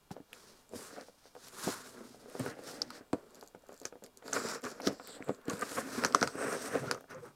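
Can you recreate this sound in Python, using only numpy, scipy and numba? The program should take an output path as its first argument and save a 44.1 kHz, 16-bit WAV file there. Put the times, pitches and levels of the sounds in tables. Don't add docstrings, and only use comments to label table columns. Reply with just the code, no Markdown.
import sys
import numpy as np
from scipy import signal
from scipy.fft import rfft, irfft
from scipy.io import wavfile
from scipy.ndimage import uniform_filter1d
from numba import njit

SR = 44100
rng = np.random.default_rng(int(sys.argv[2]) if len(sys.argv) > 2 else 0)


def digitize_waveform(pressure):
    field = np.atleast_2d(pressure).T
    bounded = np.clip(field, -1, 1)
    quanta = np.round(bounded * 32767).astype(np.int16)
    wavfile.write(sys.argv[1], SR, quanta)


def gain_from_decibels(decibels):
    exponent = np.asarray(decibels, float) / 20
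    return 10 ** exponent


N = 324135
T = np.arange(N) / SR

# [f/Hz, width/Hz, level/dB]
BODY_MODES = [(140, 99, -10.5), (203.5, 57, -2.5), (263.3, 32, 2.5), (320, 30, -3.5), (400.7, 41, 3),
              (491.7, 63, 2.5), (650, 138, -4)]
# [f/Hz, width/Hz, level/dB]
PANEL_MODES = [(919, 83, -4), (1132, 172, 0.5), (1292, 109, 2.5), (1425, 122, 3), (1700, 393, -3),
               (2525, 606, -13)]


def unit(x):
    return x / np.sqrt(np.mean(x ** 2))


def colour(x, points):
    hz, db = np.transpose(points)
    log_f = np.log(np.arange(len(x) // 2 + 1) * SR / len(x) + 1)
    return irfft(rfft(x) * gain_from_decibels(np.interp(log_f, np.log(hz), db)), len(x))


@njit
def svf(x, hz, width):
    y, band, low = np.empty(len(x)), 0., 0.
    for i in range(len(x)):
        g = np.tan(np.pi * hz[i] / SR)
        k = width / hz[i]
        v = (band + g * (x[i] - low)) / (1 + g * (g + k))
        band = 2 * v - band
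        low = low + 2 * g * v
        y[i] = k * v
    return y


def svf_twice(x, hz, width):
    return svf(svf(x, hz, width), hz, width)


def ring(x, modes, bend):
    total = 0
    for k, (hz, width, db) in enumerate(modes):
        total = total + (-1) ** k * gain_from_decibels(db) * svf(x, hz * bend, 1. * width)
    return total


def walk(rate):
    hold = int(SR / rate)
    steps = np.repeat(rng.standard_normal(N // hold + 1), hold)
    return 1.415 * uniform_filter1d(uniform_filter1d(steps, hold), hold)[:N]


def grains(rate, spread_db, smooth_db):
    size_db = spread_db * np.minimum(rng.exponential(size=N), 3)
    catch = (rng.random(N) < rate / SR) * gain_from_decibels(size_db) * rng.standard_normal(N)
    return unit(catch) + gain_from_decibels(smooth_db) * rng.standard_normal(N)


def curves(table):
    s, *columns = np.transpose(table)
    return (np.interp(T, s, c) for c in columns)


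def strokes(table):
    drop_db = 20
    roundness = 1.75
    power = np.zeros((2, N))
    for s, rise, fall, *db in table:
        away = np.where(T < s, (s - T) / rise, (T - s) / fall)
        power += gain_from_decibels(np.array(db)[:, None] - drop_db * away ** roundness) ** 2
    return np.sqrt(power)


def add(out, s, sound, peak_db):
    i = int(s * SR)
    out[i:i + len(sound)] += (sound * gain_from_decibels(peak_db) / np.max(np.abs(sound)))[:N - i]


def fade(t, t60):
    return np.exp(-np.log(1000) * t / t60)


def burst(t, chance, hz, width, t60):
    return svf_twice(chance * fade(t, t60), np.full(len(t), 1. * hz), 1. * width)


def rubbing():
    # [strongest t/s, rise/s, fall/s, body/dB, panel/dB]
    rubs = [(.14, 0.022, 0.097, -58.5, -68), (.34, 0.049, 0.51, -66.5, -67.5),
            (.73, .03, 0.2, -53, -73), (.82, 0.093, 0.19, -54.5, -55),
            (1.71, 0.25, 0.22, -53, -49.5), (2.02, 0.19, 0.077, -52.5, -58),
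            (2.39, 0.31, 0.22, -54.5, -64), (2.51, 0.19, 0.047, -49, -50),
            (2.72, 0.26, 0.24, -49.5, -58), (2.94, 0.082, 0.13, -58.5, -60.5),
            (3.17, 0.045, 0.42, -60, -68.5), (3.42, 0.46, 0.079, -67, -74),
            (3.74, 0.16, 0.066, -70, -67), (3.845, 0.046, 0.1, -61, -69),
            (4.03, 0.01, 0.067, -52, -66),
            (4.26, 0.021, 0.16, -51, -59), (4.345, 0.028, 0.23, -42.5, -44.5),
                      (4.541, 0.28, 0.073, -46, -47), (4.641, 0.012, 0.084, -43.5, -46.5),
                      (4.74, .08, .07, -51, -55.5), (4.884, 0.13, 0.09, -43, -53.5),
                      (5.15, 0.28, 0.23, -57, -61), (5.288, 0.025, 0.08, -46, -53),
                      (5.504, 0.027, 0.04, -39, -43.5), (5.65, 0.3, 0.39, -52, -53.5),
                      (5.78, 0.1, 0.12, -46.5, -51.5), (5.95, 0.25, 0.3, -52, -51.5),
                      (6.055, 0.12, 0.043, -43, -40.5), (6.242, 0.31, 0.08, -42, -48),
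                      (6.42, 0.11, 0.2, -39, -42), (6.54, 0.17, 0.054, -44, -43.5),
                      (6.76, 0.34, 0.1, -44.5, -46.5), (6.9, 0.18, 0.1, -42.5, -49.5),
                      (7.125, 0.04, 0.11, -52, -51), (7.265, 0.05, 0.06, -53, -54)]
    # [t/s, half length/s, body/dB, panel/dB]
    crumples = [
        (0.992, 0.025, -49.5, -56),
        (2.402, 0.0068, -38, -49),
        (4.37, 0.0062, -43.5, -38),
        (4.664, 0.0082, -43, -43.5),
        (5.628, 0.0059, -37.5, -38.5),
        (5.783, 0.0084, -36, -38.5),
        (6.054, 0.015, -37, -51),
        (6.233, 0.01, -32.5, -49),
        (6.759, 0.012, -32.5, -44),
    ]
    # [strongest t/s, rise/s, fall/s,
    # coarse/dB, fine/dB]
    slides = [(.12, 0.016, 0.034, -54.5, -65), (.34, 0.017, 0.46, -60.5, -67),
              (.5, 0.23, 0.067, -56.5, -67), (.78, 0.063, 0.23, -50.5, -54),
              (.95, .2, 0.27, -58.5, -68.5), (1.267, 0.1, 0.059, -61, -74),
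              (1.475, 0.12, 0.044, -52.5, -63.5), (1.62, 0.14, 0.25, -53, -53),
              (1.7, 0.18, 0.16, -40.5, -47), (2.05, 1, 0.41, -58.5, -63.5),
              (2.395, 0.12, 0.16, -51, -54.5), (2.495, 0.074, 0.038, -48, -60),
              (2.714, 0.15, 0.12, -48, -54.5), (2.96, 0.15, 0.053, -52, -63),
              (3.42, 0.68, 0.14, -72, -73), (3.77, 0.17, 0.089, -68.5, -71),
              (3.87, 0.034, 0.035, -59, -61), (4.045, 0.016, 0.049, -63, -63),
              (4.27, 0.036, .2, -55.5, -57), (4.345, 0.027, 0.15, -44, -45),
                        (4.53, 0.21, 0.063, -42, -47), (4.641, 0.017, 0.17, -50, -52.5),
                        (4.876, 0.053, 0.017, -38, -48), (4.93, 0.075, 0.085, -57.5, -63),
                        (5.02, 0.055, 0.22, -58.5, -68), (5.14, 0.19, 0.056, -55, -53),
                        (5.34, 0.17, 0.04, -68, -60), (5.517, 0.045, 0.091, -51, -53.5),
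                        (5.63, 0.032, 0.33, -51, -53.5), (5.79, 0.22, 0.049, -48, -45.5),
                        (6.05, 0.28, 0.11, -47.5, -48.5), (6.225, 0.14, 0.079, -45.5, -51),
                        (6.4, 0.072, 0.45, -53, -48.5), (6.74, 0.82, 0.13, -49.5, -50.5),
                        (6.91, 0.34, 0.13, -56.5, -66), (7.105, 0.013, 0.069, -56, -63),
                        (7.255, 0.094, 0.11, -68, -66.5)]
    # [t/s, speed/0-1, gap whistle f/Hz, groove whistle f/Hz]
    finger_speed = [(0, 0.94, 8400, 5300), (.45, 0.9, 8200, 5060), (.8, 0.85, 8140, 5200),
                    (1.27, 0.76, 8800, 5040), (1.5, 1, 8600, 5200), (2.9, 0.75, 8100, 5040),
                    (3.4, 0.66, 7300, 4800), (4.3, 0.55, 7060, 4550), (4.55, 0.49, 7240, 5350),
                    (4.85, 0.67, 7300, 5250), (5.0, 0.4, 7500, 4900), (5.14, 0.25, 7650, 3720),
                    (5.35, .4, 7500, 3500), (5.75, 0.89, 7360, 5540), (6.1, 0.7, 7860, 5300),
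                    (6.36, 0.5, 8300, 5600), (6.8, 0.73, 8540, 5850), (7.35, 0.53, 8200, 5800)]
    # [f/Hz, level/dB]
    paper_colour = [(1500, -3.5), (2600, -11.5), (3250, -9), (4000, -4), (5600, -5.5), (6600, -9.5),
                    (8000, -19), (12000, -24)]
    # [f/Hz, level/dB]
    airy_colour = [(5000, -4.5), (7000, 6), (9000, 6.5), (12000, 0), (15500, -10.5), (16500, -39)]

    body, panel = strokes(rubs)
    body = body + gain_from_decibels(-74.5)
    for s, half_length, body_db, panel_db in crumples:
        squeeze = np.exp(-.5 * ((T - s) / half_length) ** 2)
        body = body + gain_from_decibels(body_db) * squeeze
        panel = panel + gain_from_decibels(panel_db) * squeeze
    coarse, thin = strokes(slides)
    speed, gap_hz, groove_hz = curves(finger_speed)

    bend = 1 + 0.064 * walk(8)
    grip_db = 1.2 * walk(40)
    body_ring = unit(ring(grains(200, 1.15, -0.43), BODY_MODES, bend))
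    panel_ring = unit(ring(grains(700, 4, 6), PANEL_MODES, bend))
    body = body * body_ring * gain_from_decibels(1.25 * grip_db + 0.61 * walk(90))
    panel = panel * panel_ring * gain_from_decibels(grip_db + 1.2 * walk(90))

    shear = grains(3400, 2.3, 2.6)
    speed = np.clip(speed, 0, 1)
    gap_hz = gap_hz * (1 + .015 * walk(9))
    groove_hz = groove_hz * (1 + .015 * walk(9))
    gap_patch, airy_patch, groove_patch, paper_patch = [gain_from_decibels(1.8 * walk(rate)) for rate in (14, 18, 22, 26)]
    gap = unit(svf_twice(shear, gap_hz, 1900.0)) * gap_patch
    airy = unit(colour(shear, airy_colour)) * airy_patch
    groove = unit(svf_twice(shear, groove_hz, 2400.0)) * groove_patch
    paper = unit(colour(shear, paper_colour)) * paper_patch
    fine_hiss = (1 - 1.12 * speed) * gap + 0.84 * speed * airy
    coarse_hiss = (0.42 + 0.38 * speed) * paper + (1 - speed) * groove
    hiss = coarse_hiss * coarse * gain_from_decibels(-3.5) + fine_hiss * thin
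    return body + panel + hiss * gain_from_decibels(grip_db + 1.0 * walk(120))


def shoves():
    # [strongest t/s, rise/s, fall/s, box air/dB, table top/dB]
    pushes = [(.76, .04, .08, -56, -72), (1.68, 0.015, 0.06, -56, -50), (2.05, 0.32, 0.34, -59.5, -70),
              (2.41, .04, 0.066, -44, -46.5), (2.47, 0.045, .12, -53, -54.5), (2.85, 0.17, 0.13, -53, -65),
              (4.88, 0.03, 0.074, -52, -48.5), (5.295, 0.039, 0.041, -56, -49),
              (5.55, 0.054, 0.093, -59, -69), (5.9, 0.16, 0.36, -45, -66), (6.25, .04, 0.053, -41.5, -46),
              (6.4, 0.072, 0.22, -47, -59), (6.74, 0.084, 0.11, -54, -50), (6.84, 0.074, 0.16, -53, -46),
              (7.17, 0.09, 0.2, -67, -56)]
    # [f/Hz, width/Hz, level/dB]
    air_modes = [(245.5, 38, 0)]
    # [f/Hz, width/Hz, level/dB]
    table_modes = [(138.5, 62, 0)]
    air_gain, table_gain = strokes(pushes)
    push, still = grains(60, 6.0, 0.0), np.ones(N)
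    air_hum = unit(ring(push, air_modes, still))
    table_hum = unit(ring(ring(push, table_modes, still), table_modes, still))
    return air_gain * air_hum + table_gain * table_hum


def knocks():
    # [t/s, peak/dB, f/Hz]
    thumps = [(0.1663, -35, 525), (0.2023, -41, 268), (0.7357, -32, 424), (0.756, -46, 103),
              (1.085, -41.5, 560), (1.2556, -46, 520), (1.353, -38.5, 554), (1.365, -39.5, 600),
              (1.6713, -24.5, 250), (1.678, -21.5, 456), (1.6876, -31, 290), (2.146, -42, 514),
              (2.259, -42, 467), (2.5913, -36, 440), (3.009, -43.5, 280), (3.1311, -23, 700),
              (3.722, -39, 517), (3.8156, -41, 418), (3.9558, -39.5, 443), (4.0235, -42.5, 457),
              (4.801, -30, 730), (5.205, -35.5, 286), (5.2939, -18.5, 450), (5.3025, -34, 250),
              (5.4825, -25, 288), (5.8746, -34, 320), (6.1581, -38, 457), (6.354, -30, 325),
              (6.8428, -30.5, 464), (7.009, -43, 520), (7.042, -44, 523)]
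    # [t/s, peak/dB, f/Hz, panel peak/dB]
    raps = [(0.1076, -39, 776, -55), (0.1102, -34.5, 178, -45), (0.3295, -50, 500, -46),
            (2.3521, -30.5, 444, -42), (2.462, -26, 420, -25.5), (2.904, -55, 700, -29.5),
            (3.1336, -19, 290, -31), (3.427, -38, 750, -52), (3.5482, -38, 437, -42),
            (3.6926, -37, 490, -40.5), (3.8538, -33.5, 400, -31), (3.9254, -38, 460, -41.5),
            (4.225, -42.5, 690, -45), (4.2814, -40, 460, -34.5), (4.3293, -27, 710, -22.5),
            (4.8732, -17, 310, -22), (4.927, -37.5, 298, -51), (4.9983, -33.5, 654, -33.5),
            (5.224, -43, 274, -40), (5.5336, -31, 195, -30), (5.7172, -37, 322, -30),
            (6.0373, -24, 530, -19.5), (6.0483, -23.5, 523, -11), (6.1473, -20, 507, -16),
            (6.2178, -23.5, 265, -30), (6.2273, -22, 415, -11), (6.2742, -44, 420, -20.5),
            (6.9119, -26, 443, -14.5), (6.948, -38, 454, -29), (6.976, -49, 500, -40)]
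    out, t = np.zeros(N), T[:SR // 5]
    still = np.ones(len(t))
    held_modes = [(f, 1.67 * width, db) for f, width, db in PANEL_MODES]
    soft = [(s, db, hz, db - 13) for s, db, hz in thumps]
    for s, db, hz, panel_db in soft + raps:
        chance = rng.standard_normal((2, len(t)))
        cycles = hz * (t + 0.00033 * (1 - np.exp(-t / 0.00042)))
        swing = fade(cycles, 5.0) * (1 - np.exp(-cycles / 0.23))
        blow = -np.sin(2 * np.pi * cycles) * swing
        blow -= swing * blow.sum() / swing.sum()
        add(out, s - .0002, blow, db)
        add(out, s, ring(chance[0] * fade(t, 0.053), BODY_MODES, still), db - 12.0)
        chance[1, 0] = 2.1
        jolt = chance[1] * (fade(t, 0.002) + 0.065 * fade(t, 0.072))
        add(out, s, ring(jolt, held_modes, still), panel_db - 8.0)
        slap_hz = 1314 * (1 + 0.058 * np.tanh(chance[0, 0]))
        add(out, s, np.sin(2 * np.pi * slap_hz * t) * fade(t, 0.013), panel_db - 7.0)
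    return out


def snaps():
    # [t/s, peak/dB, f/Hz]
    sharp_snaps = [(0.1194, -46, 5560), (1.011, -38.5, 5500), (1.485, -44, 5300), (2.8218, -25, 5070),
                   (3.854, -22.5, 5740), (4.0443, -42, 5170), (4.3324, -17, 6450), (4.487, -28, 5900),
                   (4.6508, -32, 5660), (4.7159, -39, 5500), (4.819, -35.5, 5530), (4.862, -46, 5730),
                   (4.8688, -31, 5190), (4.8726, -19, 5570), (5.225, -48, 5600), (5.498, -26, 6900),
                   (5.508, -34, 8330), (5.621, -34, 8100), (6.0378, -26.5, 5150), (6.0485, -13.5, 5700),
                   (6.056, -26, 5400), (6.063, -26, 6150), (6.1247, -34, 5400), (6.1478, -13.5, 5500),
                   (6.213, -23, 5540), (6.2276, -16, 5860), (6.2754, -23.5, 5600), (6.9126, -20, 5280),
                   (6.946, -36.5, 6260), (7.147, -44.5, 6040),
                   (0.3305, -56, 4500), (2.637, -46, 5350), (2.9044, -37, 4500), (4.0387, -38.5, 7550),
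                (4.0629, -48, 4360), (4.1732, -38.5, 6900), (4.2795, -36, 4700), (4.548, -34, 5740),
                (4.64, -36, 5610), (4.877, -40, 4810), (5.0733, -38, 14400), (5.5942, -36.5, 8000),
                (5.612, -32, 7800), (6.528, -31, 5200)]
    # [t/s, peak/dB]
    ticks = [
        (.6923, -47.5),
        (3.131, -33.5),
        (4.6192, -44),
        (5.2895, -43),
        (5.347, -47),
        (5.4549, -48),
        (5.481, -43),
    ]
    # [t/s, peak/dB, f/Hz]
    peel = [(3.3068, -53, 7120), (3.3464, -44.5, 6980), (3.355, -45.5, 7400), (3.3961, -53, 10800),
            (3.4111, -40, 5150), (3.429, -50, 7340), (3.437, -50, 7500), (3.4624, -54, 7290),
            (3.4753, -43, 7260), (3.484, -52, 7500), (3.551, -56.5, 6800), (3.5921, -58, 7390),
            (3.6221, -57, 7250), (3.667, -54, 7500), (3.6874, -50.5, 7230), (3.718, -54, 7300),
            (3.7278, -49, 6400), (3.7423, -48, 5600), (3.765, -53, 7200), (3.7767, -48, 7250),
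            (3.789, -53, 7300), (3.8, -42.5, 7490), (3.816, -44, 6600), (3.8331, -48, 4400)]
    out, t = np.zeros(N), T[:SR // 10]
    rows = [(s, db, 7270, db - 27) for s, db in ticks]
    rows += [(s, db, hz, db - 27) for s, db, hz in sharp_snaps]
    rows += [(s, db, hz, db + 3.5) for s, db, hz in peel]
    for s, db, hz, top_db in rows:
        chance = rng.standard_normal((2, len(t)))
        chance[0, 0] = 2.4
        click = burst(t, chance[0], hz, 0.34 * hz, 0.002)
        click += 0.51 * burst(t, chance[0], 4680, 1030, 0.0015)
        add(out, s, click, db)
        add(out, s + .0017, click, db - 10)
        add(out, s + 0.0071, click, db - 21.0)
        add(out, s, burst(t, chance[0], 11900, 6900, 0.006), top_db - 9.0)
        add(out, s, burst(t, chance[1], hz, 5400, 0.076), db - 18.0)
    return out


def breaks():
    # [t/s, treble peak/dB, middle re
    # treble/dB]
    break_edges = [(0.1136, -47, -0.5), (0.3305, -39, 0.5), (0.6913, -58, -11), (0.7332, -53, -8),
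                   (0.7607, -51, -13), (1.0104, -57, -5), (1.3503, -56, 2), (1.3634, -62, 1),
                   (1.4834, -40.5, -7), (2.299, -45.5, -6), (2.395, -29, -14), (2.4574, -38, -9),
                   (2.6374, -44, -14), (2.9045, -37, -15), (3.13, -45, -10), (2.8176, -38, -7),
                   (3.852, -36, -0.5), (4.0382, -42.5, -8), (4.0623, -45, -6), (4.1724, -44, -24),
                        (4.2477, -60, -4), (4.2795, -43, -10), (4.3316, -45, -19), (4.4862, -37, -14),
                        (4.6114, -54, -8), (4.6184, -52, -4), (4.639, -40, -3), (4.7127, -51, -9),
                        (4.804, -42.5, -1), (4.818, -50, -6), (4.8714, -32.5, 11), (4.9297, -51, -10),
                        (5.036, -53, -15), (5.073, -39, -6), (5.244, -51, -15), (5.2873, -52, 8),
                        (5.4146, -58, 2), (5.454, -58, -11), (5.4725, -62, -3), (5.481, -45.5, 2),
                        (5.4996, -40, 5.5), (5.532, -41, -9), (5.5692, -46, 0), (5.5935, -38, -10),
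                        (5.611, -34, -9), (5.7177, -35, -6), (5.8706, -48, 1), (6.0372, -31.5, 5.5),
                        (6.048, -19.5, -10), (6.0834, -43, -9), (6.124, -45, 3), (6.147, -24, -6),
                        (6.1574, -46, -5), (6.2125, -47, 4), (6.226, -40, -5), (6.2741, -39, -7),
                        (6.3545, -44, -7), (6.5286, -39, -8), (6.7251, -43, -5), (6.8402, -46, -3),
                        (6.8583, -45, -7), (6.8754, -48, 2), (6.912, -24, -16), (6.9324, -50, 2),
                        (6.9451, -48, 0), (6.974, -55, -8), (7.008, -47, -7), (7.1014, -57, -3),
                        (7.111, -48, -8), (7.1344, -59, -5), (7.232, -63, 3), (7.2614, -52, -10)]
    out, t = np.zeros(N), T[:SR // 50]
    for s, db, middle_db in break_edges:
        chance = rng.standard_normal(len(t))
        chance[0] = 2.4
        hz = 12500 - 170 * (db + 56.0)
        add(out, s + .0006, burst(t, chance, hz, 0.98 * hz, 0.0055), db + 0.54)
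        add(out, s + .0006, burst(t, chance, 2340, 2650, 0.0063), db + middle_db + 2.5)
    return out


def pings():
    # [centre t/s, peak/dB, f/Hz, half length/cycles]
    short_tones = [(.1155, -41.5, 800, 2.2), (.331, -35, 2700, 0.49), (.979, -44, 695, 1.3),
                   (2.8187, -15.5, 4970, 1.4), (2.8202, -20.5, 5070, 1.3), (2.82, -40, 1300, 1.2),
                   (3.64, -49.5, 600, 0.69), (4.8696, -25, 330, .6), (5.1965, -45, 800, 0.7),
                   (5.2254, -34.5, 2080, 0.76), (5.504, -34, 1135, 3.5), (5.627, -31, 1204, 4.2),
                   (5.785, -32.5, 1070, 3.6), (6.1486, -9, 1200, 1.1), (6.218, -23, 1380, 0.83),
                   (6.885, -36.5, 1400, 4.1), (7.011, -48, 1400, .8), (7.043, -50, 1450, .8),
                   (7.165, -44, 520, 9), (7.237, -43, 480, 4)]
    out, t = np.zeros(N), T[:SR // 25] - 1 / 50
    for s, db, hz, cycles in short_tones:
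        swell = np.exp(-.5 * (hz * t / cycles) ** 2)
        add(out, s - 1 / 50, np.sin(2 * np.pi * hz * t) * swell, db)
    return out


def room(x, t60, wet_db):
    t = T[:SR // 3]
    tail = rng.standard_normal(len(t)) * fade(t, t60) * np.minimum(t / 0.0051, 1)
    tail = colour(tail, [(150, -3.5), (500, 0.5), (3000, -5.5), (12000, -8.0)])
    return x + gain_from_decibels(wet_db) * signal.fftconvolve(x, tail / np.sqrt(np.sum(tail ** 2)))[:N]


def room_tone():
    # [f/Hz, level/dB]
    hiss_colour = [(20, -0.5), (55, -5.5), (200, -7.5), (450, -16), (900, -8.5), (2000, -21), (3200, -19.5),
                   (15200, -24), (16500, -34)]
    # [multiple of 470.6 Hz, level/dB]
    whine_harmonics = [(3, -87), (5, -88), (6, -88), (7, -88), (8, -91), (9, -91), (10, -94), (11, -94),
                       (12, -95)]
    whine = np.zeros(N)
    for k, db in whine_harmonics:
        whine += np.sqrt(2) * gain_from_decibels(db) * np.sin(2 * np.pi * k * 470.6 * T + k * k)
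    hiss = unit(colour(rng.standard_normal(N), hiss_colour))
    return hiss * gain_from_decibels(-70 + 0.2 * walk(3.8)) + whine


def scene():
    struck = room(knocks() + snaps() + breaks(), t60=0.094, wet_db=-13.5)
    box = rubbing() + shoves() + pings() + struck
    bass_cut = signal.butter(3, 82, "high", fs=SR, output="sos")
    return (signal.sosfilt(bass_cut, box) + room_tone())[None]


def roll_off(x):
    return signal.sosfilt(signal.butter(12, 15900, fs=SR, output="sos"), x)


def record(dry):
    return roll_off(dry)


dry = scene()
out = record(dry)
digitize_waveform(out)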